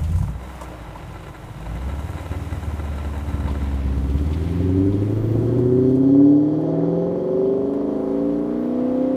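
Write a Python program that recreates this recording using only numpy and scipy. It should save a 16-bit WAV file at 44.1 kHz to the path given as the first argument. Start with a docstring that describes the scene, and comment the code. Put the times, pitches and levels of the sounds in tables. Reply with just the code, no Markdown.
"""A V8 saloon starts close beside the microphone on a quiet street, idles, creeps off and accelerates away.
Its firing orders sweep through the fixed resonances of the tail pipes, which turn towards the microphone
as it passes. The engine bay, of shaped noise and taps, hisses and clatters; short noise grains tick and knock.
A brake squeals faintly as a fuzzy sine, and insects buzz far off as banded noise."""
import sys
import numpy as np
from scipy import signal
from scipy.fft import rfft, irfft, next_fast_len
from scipy.io import wavfile
from scipy.ndimage import map_coordinates

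SR = 44100
rng = np.random.default_rng(int(sys.argv[2]) if len(sys.argv) > 2 else 0)


def persist_wave(psi):
    """Save psi, clipped to +-1, as 16-bit WAV."""
    counts = np.round(np.clip(psi, -1, 1) * 32767).astype(np.int16)
    wavfile.write(sys.argv[1], SR, np.atleast_2d(counts).T)


N = 403944  # length in samples


def amp(db):
    """Amplitude factor of a level in dB."""
    return 10 ** (np.asarray(db) / 20)


def unit(x):
    """x scaled to rms 1."""
    return x / np.sqrt(np.mean(x ** 2) + 1e-20)


def curves(rows, step=1):
    """One value per step samples for each column after the time."""
    s, *columns = np.transpose(rows)
    t = np.arange(0, N, step) / SR
    return [np.interp(t, s, c, c[0], c[-1]) for c in columns]


def wobble(rate, count=1, step=1):
    """Random curves, rate knots a second: a single one is smooth, several are joined by straight lines."""
    at = np.arange(0, N, step) * rate / SR
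    knots = rng.standard_normal((count, int(at[-1]) + 4))
    order = 3 if count == 1 else 1
    return np.array([map_coordinates(k, [at], order=order) for k in knots])


def filtered(x, response):
    """x passed through a complex response of frequency."""
    m = next_fast_len(N + SR // 2)
    return irfft(rfft(x, m) * response(np.fft.rfftfreq(m, 1 / SR)), m)[:N]


def shape(points):
    """Gain through (freq_hz, level_db) points on a log frequency axis."""
    f, db = np.transpose(points)
    return lambda hz: amp(np.interp(np.log(hz + 1), np.log(f + 1), db))


def resonant(modes, sign=-1):
    """Causal response of (freq_hz, width_hz, level_db) modes; sign 1 leaves a notch between neighbours."""
    def response(f):
        total = 0
        for k, (centre, width, db) in enumerate(modes):
            total = total + sign ** k * amp(db) * 1j * f * width / (centre ** 2 - f * f + 1j * f * width)
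        return total
    return response


def noise(response, gate=1):
    """Coloured noise of rms 1, gated before its colour."""
    return unit(filtered(gate * rng.standard_normal(N), response))


def tone(hz, db):
    """A sine of moving pitch and rms level."""
    return np.sqrt(2) * amp(db) * np.sin(2 * np.pi * np.cumsum(hz) / SR)


# steady buzz in the trees, far off: [time_s, level_db]
INSECT_LEVEL = [(3, -84), (4, -61), (5.5, -61), (9.16, -66.5)]


def insects():
    """A far chorus: noise through three broad resonances, squared to steepen their sides."""
    bands = resonant([(3206, 420, 6), (4460, 650, 4.5), (6040, 1100, 1)])
    chorus = noise(lambda hz: bands(hz) ** 2)
    return amp(curves(INSECT_LEVEL)[0] + 1.1 * wobble(19)[0]) * chorus


# a brake rubs: [start_s (swell complete), hold_s, level_db]
SQUEAL = [(4.13, 0.047, -68), (4.564, 0.052, -68), (5.12, 0.25, -67), (5.72, 0.17, -76), (6.339, 0.11, -79),
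          (6.9, 0.1, -83.5), (8.6, 0.047, -73)]
SQUEAL_RISE_S, SQUEAL_FADE_DB_PER_S = 0.03, 146
# pitch at 4 s; it sinks as the car draws away faster
SQUEAL_HZ, SQUEAL_SAG_HZ_PER_S, SQUEAL_WIDTH_HZ = 14040, 75, 200


def squeal():
    """A high sine made fuzzy by slow noise, in bursts that swell, hold and fade."""
    t = np.arange(N) / SR
    bursts = 0
    for start_s, hold_s, level_db in SQUEAL:
        swell = np.clip((t - start_s) / SQUEAL_RISE_S + 1, 0, 1)
        fade_db = SQUEAL_FADE_DB_PER_S * np.maximum(t - start_s - hold_s, 0)
        bursts = bursts + swell * amp(level_db - fade_db)
    fuzz = noise(lambda hz: 1 / (1 + (hz / SQUEAL_WIDTH_HZ) ** 2))
    return bursts * fuzz * tone(SQUEAL_HZ - SQUEAL_SAG_HZ_PER_S * (t - 4), 0)


# engine block and covers, rung by ticks and valve gear: [freq_hz, width_hz, level_db]
BLOCK = [(355, 47, 3.5), (546, 55, 3.5), (794, 150, -0.5), (1024, 40, 3), (1333, 35, 2.5),
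         (1640, 300, -7.5), (2023, 71, -4.5), (2365, 140, -13), (2870, 91, -12), (3810, 86, -14),
         (3905, 90, -13.5), (4080, 230, -22), (6160, 330, -38.5), (7560, 400, -25.5), (8300, 170, -25)]
# knocks and ticks of car and grit, levels before colouring: [start_s, crack_db, knock_db, scuff_db]
TICKS = [(0.0345, -37, -46, -50), (0.092, -42, -53, -60), (0.116, -38, -52, -64), (0.159, -37, -49, -63),
         (0.1805, -36, -38, -64), (0.2233, -42, -33, -58), (0.2744, -55, -33, -68), (0.61, -33, -27.5, -57),
         (0.6313, -35, -39, -58), (0.953, -54, -33.5, -62), (0.974, -58, -40, -58), (1.0728, -47, -55, -61),
         (1.108, -60, -38, -65), (1.2286, -51, -39, -56), (1.6632, -56, -53, -70),
         (3.4766, -55, -28.5, -50), (3.498, -49, -36, -52), (3.967, -58, -48, -58), (4.096, -58, -50, -55),
         (4.175, -52, -54, -51.5), (4.2594, -48, -51, -54), (4.3068, -52, -39, -53), (4.327, -56, -48, -46),
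         (4.338, -55, -48, -57), (4.371, -58, -55, -56), (4.435, -60, -52, -53), (4.473, -54, -47, -55),
         (4.9203, -56, -41, -54), (5.582, -46, -41.5, -61), (5.891, -49, -47, -64),
         (5.9535, -47, -55.5, -62.5), (6.6076, -52, -56, -71), (7.7327, -52, -36, -66)]
# resonances of the dull knock: [freq_hz, width_hz, level_db]
KNOCK = [(590, 87, 0), (1020, 150, 2)]
# resonances of the scuff: [freq_hz, width_hz, level_db]
SCUFF = [(2340, 700, -5), (3400, 760, -2.5), (4600, 900, -8.5)]


def ticks():
    """Each contact is a soft-edged crack that also rings the block, a duller knock and a scuff."""
    crack, knock, scuff = np.zeros((3, N + SR))
    t = np.arange(SR // 10) / SR
    rise = 1 - np.exp(-t / 0.0011)
    slow_rise = 1 - np.exp(-t / 0.0033)  # multiplies the first rise, for the scuff only
    for start_s, crack_db, knock_db, scuff_db in TICKS:
        grain = rise * rng.standard_normal((3, len(t)))
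        span = slice(round(start_s * SR), round(start_s * SR) + len(t))
        # each falls 60 dB in the time under the slash
        crack[span] += amp(crack_db + 2.5 - 60 * t / 0.09) * grain[0]
        knock[span] += amp(knock_db + 16.5 - 60 * t / 0.081) * grain[1]
        scuff[span] += amp(scuff_db + 23.5 - 60 * t / 0.094) * slow_rise * grain[2]
    crack_colour = shape([(1500, -52.0), (4500, -13.5), (7000, -5.5), (11000, -10.5), (15000, -20)])
    bright = filtered(crack[:N], crack_colour)
    ringing = amp(10.0) * filtered(bright, resonant(BLOCK))
    dull = filtered(knock[:N], resonant(KNOCK)) + filtered(scuff[:N], resonant(SCUFF))
    return bright + ringing + dull


# engine bay and tyres: [time_s, roar_db, grit_db, hiss_db]
BAY = [(0, -43.5, -53, -54), (.23, -51, -54, -54.5), (.36, -45.5, -56, -61), (.56, -41, -51.5, -56),
       (1.04, -44, -54.5, -60), (1.55, -44, -54, -58.5), (2.11, -42, -50.5, -54.5),
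       (3.3, -41.5, -51.5, -55.5), (3.8, -42.5, -50.5, -58), (4.1, -43.5, -54.5, -58.5),
       (4.5, -42, -49, -58), (5, -44.5, -54.5, -61.5), (5.38, -41, -54.5, -60), (6.33, -49, -66, -70.5),
       (6.84, -43, -61, -69.5), (7.5, -49, -61.5, -70.5), (8, -44, -60, -66.5), (9.16, -42.5, -56.5, -67)]
# colour of the roar: [freq_hz, density_db (per Hz)]
ROAR = [(150, -32.5), (250, -10), (400, -10), (600, -7), (1020, -10.5), (1400, -16.5), (2000, -23.5),
        (3000, -56.5), (6000, -92.5)]
# colour of the tyre grit: [freq_hz, density_db (per Hz)]
GRIT = [(900, -40.5), (1600, -6), (2050, -0.5), (2500, -3.5), (2930, -4.5), (3400, -8), (3860, -8.5),
        (4400, -15), (5600, -16.5), (9000, -61.5)]
# colour of the hiss: [freq_hz, density_db (per Hz)]
HISS = [(2500, -30.5), (4500, -13.5), (6500, -6), (7700, -7), (10000, -8), (13000, -12), (15300, -12)]
# valve gear: [time_s, level_db]
CLATTER = [(0, -60), (.22, -40), (.3, -47), (1.5, -43.5), (2, -41.5), (3.4, -42), (3.9, -48), (4.6, -50),
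           (5.6, -66.5), (9.16, -71)]
# a steady pump tone: [time_s, pitch_hz, level_db]
PUMP = [(0, 312, -54), (.5, 312, -50), (1.5, 312, -50), (2.3, 318, -51), (3.3, 318, -52), (3.8, 316, -70)]


def bay(firing):
    """Roar and tyre grit pulse with the firings, hiss ticks each cycle, taps ring the block, a pump hums."""
    roar_db, grit_db, hiss_db = curves(BAY)
    pulse = 1 + 0.35 * np.exp(-4 * (firing % 1)) * amp(7.9 * np.tanh(wobble(40)[0]))
    cycle_tick = 0.63 * np.exp(-14 * (firing / 8 % 1))  # one valve a cycle of eight firings
    tick = 1 + cycle_tick + 0.16 * np.exp(-6 * (firing / 2 % 1))
    own = wobble(8.3, count=3)
    roar = amp(roar_db + 0.58 * own[0]) * noise(shape(ROAR), pulse)
    grit = amp(grit_db + 0.95 * own[1]) * noise(shape(GRIT), pulse)
    hiss = amp(hiss_db + 0.82 * own[2]) * noise(shape(HISS), tick)
    hits = rng.random(N) < 500 / SR  # about 500 taps a second
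    taps = hits * rng.standard_normal(N) * amp(5 * np.tanh(wobble(45)[0]))
    clatter = amp(curves(CLATTER)[0]) * unit(filtered(taps, resonant(BLOCK)))
    pump = amp(2 * own[0]) * tone(*curves(PUMP))
    return roar + grit + hiss + clatter + pump


# first firings, then a low rumble that stays: [time_s, boom_hz, boom_db, thud_db]
CATCH = [(0, 76.8, -26, -31.5), (.09, 80.8, -23.5, -29.5), (.17, 88, -19, -30), (.23, 95.5, -22, -24),
         (.3, 104.2, -40, -32), (.355, 103.6, -42, -32), (.39, 105.5, -65, -48), (.5, 107, -86.5, -44.5),
         (1.5, 104, -89, -38), (5.6, 105.1, -89.5, -41.5), (6.3, 104.7, -91.5, -44.5),
         (7.2, 106.4, -84, -49.5), (9.16, 107.6, -87.5, -44.5)]


def start():
    """The first charges boom as a sine and thud as low noise; a low rumble stays on."""
    boom_hz, boom_db, thud_db = curves(CATCH)
    thud_colour = shape([(20, -12.0), (50, -14), (80, -2.0), (110, 0.5), (170, -0.5), (210, -11.5),
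                         (400, -50.5), (2000, -76.0)])
    thud = amp(thud_db + 4.6 * np.tanh(wobble(45)[0])) * noise(thud_colour)
    return tone(boom_hz, boom_db + 2.0 * wobble(30)[0]) + thud


# clutch slip hum: [time_s, pitch_hz, level_db]
CLUTCH = [(4.55, 70, -90), (4.62, 89.7, -59), (4.72, 69, -45), (4.9, 42, -36), (5.1, 31, -45),
          (5.25, 22.6, -35), (5.4, 18.6, -82)]


def clutch():
    """A hum whose pitch sinks as the clutch slip closes."""
    return tone(*curves(CLUTCH))


# one cylinder barks under load, level before the pipes: [start_s, level_db]
BARKS = [(5.127, -20), (5.355, -13.5), (5.427, -16), (5.496, -17.5), (5.566, -15)]
BARK_S = 0.00081  # time from the start of the pressure step to its peak


def barks():
    """Single heavy charges entering the pipes, each a pressure step that rises and decays."""
    t = np.arange(N) / SR
    total = 0
    for start_s, level_db in BARKS:
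        age = np.clip(t - start_s, 0, 1) / BARK_S
        total = total + amp(level_db) * (t > start_s) * age * np.exp(1 - age)
    return -amp(18) * total


# single heavy or weak thumps of the uneven idle and at moving off:
# [time_s, level_db (over the running level)]
HEAVY = [(1.93, 1.5), (2.044, 6), (2.153, 5.5), (2.2, 1.5), (2.27, -4.5), (2.321, 6), (2.365, 5.5),
         (2.482, -3), (2.532, 6.5), (2.578, 5.5), (2.682, 6.5), (2.742, 2), (3.058, 1), (3.111, 2),
         (3.235, -3), (3.348, 5.5), (3.46, 4.5), (3.681, 2), (4.048, 3.5), (4.154, 3.5)]
HEAVY_S = 0.0077  # half length of a thump


def thumps():
    """Gain that lifts or drops single thumps, a bell curve for each."""
    ms = np.arange(0, N / SR, 1 / 1000)
    level_db = sum(db * np.exp(-((ms - s) / HEAVY_S) ** 2) for s, db in HEAVY)
    return amp(np.interp(np.arange(N) / SR, ms, level_db))


# steady multiples of the firing rate; only whole multiples are heard from the side:
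# [multiple, side_db, pipe_db (at 100 firings a second), pipe_slope_db (per octave of speed)]
STRONG = [(1, 9.5, 1, 2), (1.25, 0, -18.5, 13), (2, -8.5, 3.5, -1), (3, 11.5, -5, 0.5),
          (4, 0.5, -9.5, -5.5)]
# overtones swell and sink as the car turns and the road reflection shifts:
# [time_s, second_multiple_db, third_multiple_db, fourth_multiple_db]
TURNING = [(0, 3, -0.5, 0), (2, -14, -5.5, 0.5), (3.4, -11.5, 2, -2.5), (4.3, 1, -5, 0.5),
           (4.8, 12, 3, 2.5), (5.2, -7.5, -4.5, -3), (5.5, -4.5, -2.5, -9), (5.75, 0, 3, -7),
           (6.05, 2, -8, -7.5), (6.299, 0.5, 3, 0.5), (6.7, 9.5, -4, 9), (7.1, -4, 1.5, -0.5),
           (7.5, -1.5, 5, -1.5), (8.2, -2, -7.5, -2), (9.16, 1.5, -10, -2)]


def strong_orders(fire_hz, lumps_db):
    """Sines at the strong multiples of the firing rate; the higher ones swell and sink with the turning."""
    steady = [tone(m * fire_hz, lumps_db / m) for m, *_ in STRONG]
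    turned = [amp(db) * x for db, x in zip(curves(TURNING), steady[2:])]
    return steady[:2] + turned


# weaker orders of the four-stroke cycle from the side, eight to a firing, strong ones skipped: [level_db]
ORDER_DB = [-29.5, -18, -21, -10, -9, -10, -12.5, -16.5, -18.5, -3.5, -15, -2.5, -6, -14.5, -0.5, -8, -19.5,
            -4, 1.5, 3, -9.5, 1, -7, -8, -8.5, -2, -24]
# the same orders as they enter the pipe filters: [level_db]
ORDER_PIPE_DB = [-37, -26, -25.5, -20, -21, -17, -11.5, -11, -7, -19, -14, -5, -16.5, -13.5, -3, -11, -14,
                 -12, -5.5, -11, -13.5, -8.5, -15.5, -14, -16.5, -7.5, -25]
# the pattern that repeats above the fourth firing order, before a steady slope: [level_db]
UPPER_DB = [-15.5, -10.5, -14.5, -17.5, -11.5, -11, -11.5, -11]
WAVER_DB, WAVER_DB_PER_ORDER = 2.1, 0.02  # higher orders are patchier
DRIFT = 0.35  # radians; the orders slide slowly against each other, so the throb is uneven
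BLUR = 0.013  # radians per order at 100 firings a second, less at speed: timing wander of the charges


def weak_orders(fire_hz):
    """Orders of the eight-firing cycle, summed at a tenth of the rate for the side and for the pipes."""
    step = 10
    low_hz = fire_hz[::step]
    cycle = 2 * np.pi * np.cumsum(low_hz / 8) * step / SR
    strong = np.round(8 * np.array(STRONG)[:, 0])
    k = np.setdiff1d(np.arange(1, 65), strong)[:, None]
    fade = np.clip((1800 - k * low_hz / 8) / 200, 0, 1)  # orders fade out from 1600 to 1800 Hz
    slow = wobble(3.3, count=len(k), step=step)
    size = fade * amp((WAVER_DB + WAVER_DB_PER_ORDER * k) * slow)
    phase = 0.85 * rng.standard_normal(k.shape)  # nearly aligned: one cylinder barks louder each cycle
    wander = BLUR * k * 100 / low_hz * wobble(14, step=step)
    waves = size * np.cos(k * cycle + phase + DRIFT * slow[::-1] + wander)
    upper_db = np.tile(UPPER_DB, 4) - 0.52 * np.arange(32)
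    mixes = [amp(np.r_[db, upper_db]) @ waves for db in (ORDER_DB, ORDER_PIPE_DB)]
    return [signal.resample_poly(mix, step, 1)[:N] for mix in mixes]


# one stronger beat a crank turn: [multiple (of the firing rate), level_db (before the burble curve)]
BURBLE = [(.25, -7.5), (.5, -12.5), (.75, -11), (1.25, 1.5), (1.5, -14), (1.75, -11.5), (2.25, -5.5),
          (2.75, -5)]
BURBLE_SCATTER_DB = 1.5  # from turn to turn


def burble(fire_hz, burble_db):
    """Uneven banks: sines at quarter multiples of the firing rate under one scattered level."""
    beat = sum(tone(m * fire_hz, db) for m, db in BURBLE)
    return amp(burble_db + BURBLE_SCATTER_DB * wobble(16)[0]) * beat


# lower pipe modes: [freq_hz, width_hz, level_db]
PIPE = [(170.1, 13.8, -7.5), (287.25, 14, 4), (386.6, 24.1, 1.5)]
# upper pipe modes: [freq_hz, width_hz, level_db]
PIPE_TOP = [(514.5, 28.8, -3.5), (646.8, 23, -6), (816, 31, -11), (968, 51, -16), (1049, 37, -18.5)]
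PIPE_ROLL_HZ = 770  # the pipes lose their highs above
# changes down the pipes: [time_s, upper_modes_db, weaker_orders_db]
BRIGHT = [(0, -6, 4), (2, -25, 5.5), (3.8, 16, -9), (4.6, -4, 8), (4.9, -3, -0.5), (5.2, 7.5, -4),
          (5.45, 8, -7), (5.7, 1.5, -3.5), (6, 3, -4), (6.3, 6, -0.5), (6.7, 4.5, 2.5), (7.2, 1.5, 3),
          (7.6, -1.5, 6.5), (7.95, 2.5, 2.5), (8.3, -2.5, 5.5), (8.7, -2, -0.5), (9.16, -6, 2)]
# combustion scatter down the pipes: [time_s, level_db (within the weaker orders)]
ROUGH = [(0, -7), (4.2, -7), (4.6, -8), (5.5, -7), (6, -10), (7, -12), (9.16, -14)]


def tail_pipes(pipe_db, octaves, steady, piped, puffs):
    """Orders, scatter and barks lose their highs and ring the fixed lower and upper pipe modes."""
    top_db, uneven_db = curves(BRIGHT)
    strong = sum(amp(db + slope * octaves) * x for x, (_, _, db, slope) in zip(steady, STRONG))
    weak = amp(uneven_db) * (piped + amp(curves(ROUGH)[0]) * puffs)
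    behind = amp(pipe_db) * (strong + weak) + barks()
    behind = filtered(behind, lambda hz: 1 / (1 + 1j * hz / PIPE_ROLL_HZ) ** 2)
    lower = filtered(behind, resonant(PIPE, sign=+1))
    return lower + filtered(amp(top_db) * behind, resonant(PIPE_TOP, sign=+1))


# engine, levels before body and pipes; burble is of uneven banks:
# [time_s, firing_hz, side_db, pipe_db, burble_db]
ENGINE = [(0, 50.25, -44.5, -46, -34), (.2, 54.26, -35, -56, -36.5), (.38, 61.65, -41, -50, -50),
          (.5, 64.77, -46, -59, -54.5), (1, 51.57, -50, -45, -54.5), (1.55, 50.07, -53.5, -54, -69),
          (1.7, 54.37, -37, -46, -63.5), (1.9, 69.55, -36.5, -49, -42.5), (2.1, 73.84, -44.5, -55, -39.5),
          (2.35, 75.64, -43, -41.5, -39.5), (2.65, 75.2, -40.5, -41, -37.5), (2.9, 73.5, -36.5, -43, -41.5),
          (3.1, 72.67, -37, -41, -41), (3.3, 72.23, -36.5, -34, -34), (3.9, 67.16, -31.5, -32.5, -42.5),
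          (4.1, 67.5, -32, -27.5, -35.5), (4.3, 77.55, -31.5, -31, -41), (4.54, 86.2, -36.5, -29.5, -29.5),
          (4.66, 90.1, -31.5, -25.5, -33), (4.88, 98.6, -30.5, -19.5, -40.5),
          (5.12, 106.4, -31.5, -19.5, -35.5), (5.36, 112.1, -28, -21.5, -26.5),
          (5.66, 123.6, -30, -17, -42.5), (5.94, 130.5, -33.5, -15, -49), (6.2, 141.7, -42, -16, -49),
          (6.42, 147.9, -43.5, -21, -49), (6.66, 158.6, -42.5, -20, -54), (7.02, 173.4, -38, -20, -50),
          (7.3, 187.1, -42, -18.5, -57), (7.62, 201.3, -38.5, -20.5, -46.5), (7.95, 214, -38.5, -20, -41),
          (8.34, 233.3, -41, -22.5, -37), (8.75, 247.5, -50.5, -16, -44.5), (9.16, 262, -47.5, -18.5, -42)]
# exhaust heard from the side, through the body: [freq_hz, level_db]
SIDE_PANEL = [(20, -12), (50, -0.5), (90, 1.5), (160, -8), (220, -18), (300, -9), (450, -9), (800, -26.5),
              (1500, -57)]
# a hum at three quarters of the firing rate under load: [time_s, level_db]
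UNDERTONE = [(4.3, -71), (4.8, -49), (5.2, -43.5), (5.7, -32.5), (6.2, -35.5), (6.8, -39.5), (7.5, -54),
             (7.9, -46.5), (8.3, -31.5), (8.8, -43), (9.16, -42)]
HUNT = 0.003  # share by which the speed hunts at 100 firings a second, much less at speed
LUMP_DB, LUMP_FALL = 1.2, 0.24  # runs of strong and weak charges; they shrink as this power of speed
SIDE_WEAK_DB, SIDE_WEAK_DB_PER_OCTAVE = 1.5, -0.5  # weaker orders from the side, and their change with speed
ROUGH_SIDE_DB = 0  # combustion scatter from the side


def engine():
    """Cycle orders and combustion scatter, heard through the body from the side and down the pipes."""
    fire_hz, side_db, pipe_db, burble_db = curves(ENGINE)
    fire_hz = fire_hz * (1 + HUNT * (100 / fire_hz) ** 2 * wobble(9)[0])
    firing = np.cumsum(fire_hz) / SR  # firings so far
    octaves = np.log2(fire_hz / 100)
    orders, piped = weak_orders(fire_hz)
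    # no two charges burn alike
    puffs = unit(noise(lambda hz: hz < 1800) * np.exp(-2.5 * (firing % 1)))
    # strong and weak charges come in runs
    lumps_db = LUMP_DB * 2 ** (-LUMP_FALL * octaves) * np.tanh(wobble(20)[0])
    steady = strong_orders(fire_hz, lumps_db)
    strong = sum(amp(db) * x for x, (m, db, *_) in zip(steady, STRONG) if m % 1 == 0)
    weak_gain = amp(SIDE_WEAK_DB + SIDE_WEAK_DB_PER_OCTAVE * octaves + lumps_db)
    side = amp(side_db) * (strong + weak_gain * (orders + amp(ROUGH_SIDE_DB) * puffs))
    side = side + burble(fire_hz, burble_db)
    body = filtered(thumps() * side, shape(SIDE_PANEL))
    pipes = tail_pipes(pipe_db, octaves, steady, piped, puffs)
    hum = tone(3 / 4 * fire_hz, curves(UNDERTONE)[0])
    return hum - pipes - body, firing


def scene():
    """The car close by with the far insects, in one channel; the firings also pace the engine bay."""
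    exhaust, firing = engine()
    return (insects() + squeal() + ticks() + bay(firing) + start() + clutch() + exhaust)[None]


TOP_HZ = 15250  # band limit of the microphone


def record(dry):
    """The microphone keeps almost nothing above its band limit: a steep low-pass run both ways."""
    return signal.sosfiltfilt(signal.ellip(10, 0.1, 60, TOP_HZ, fs=SR, output="sos"), dry)


dry = scene()
out = record(dry)
persist_wave(out)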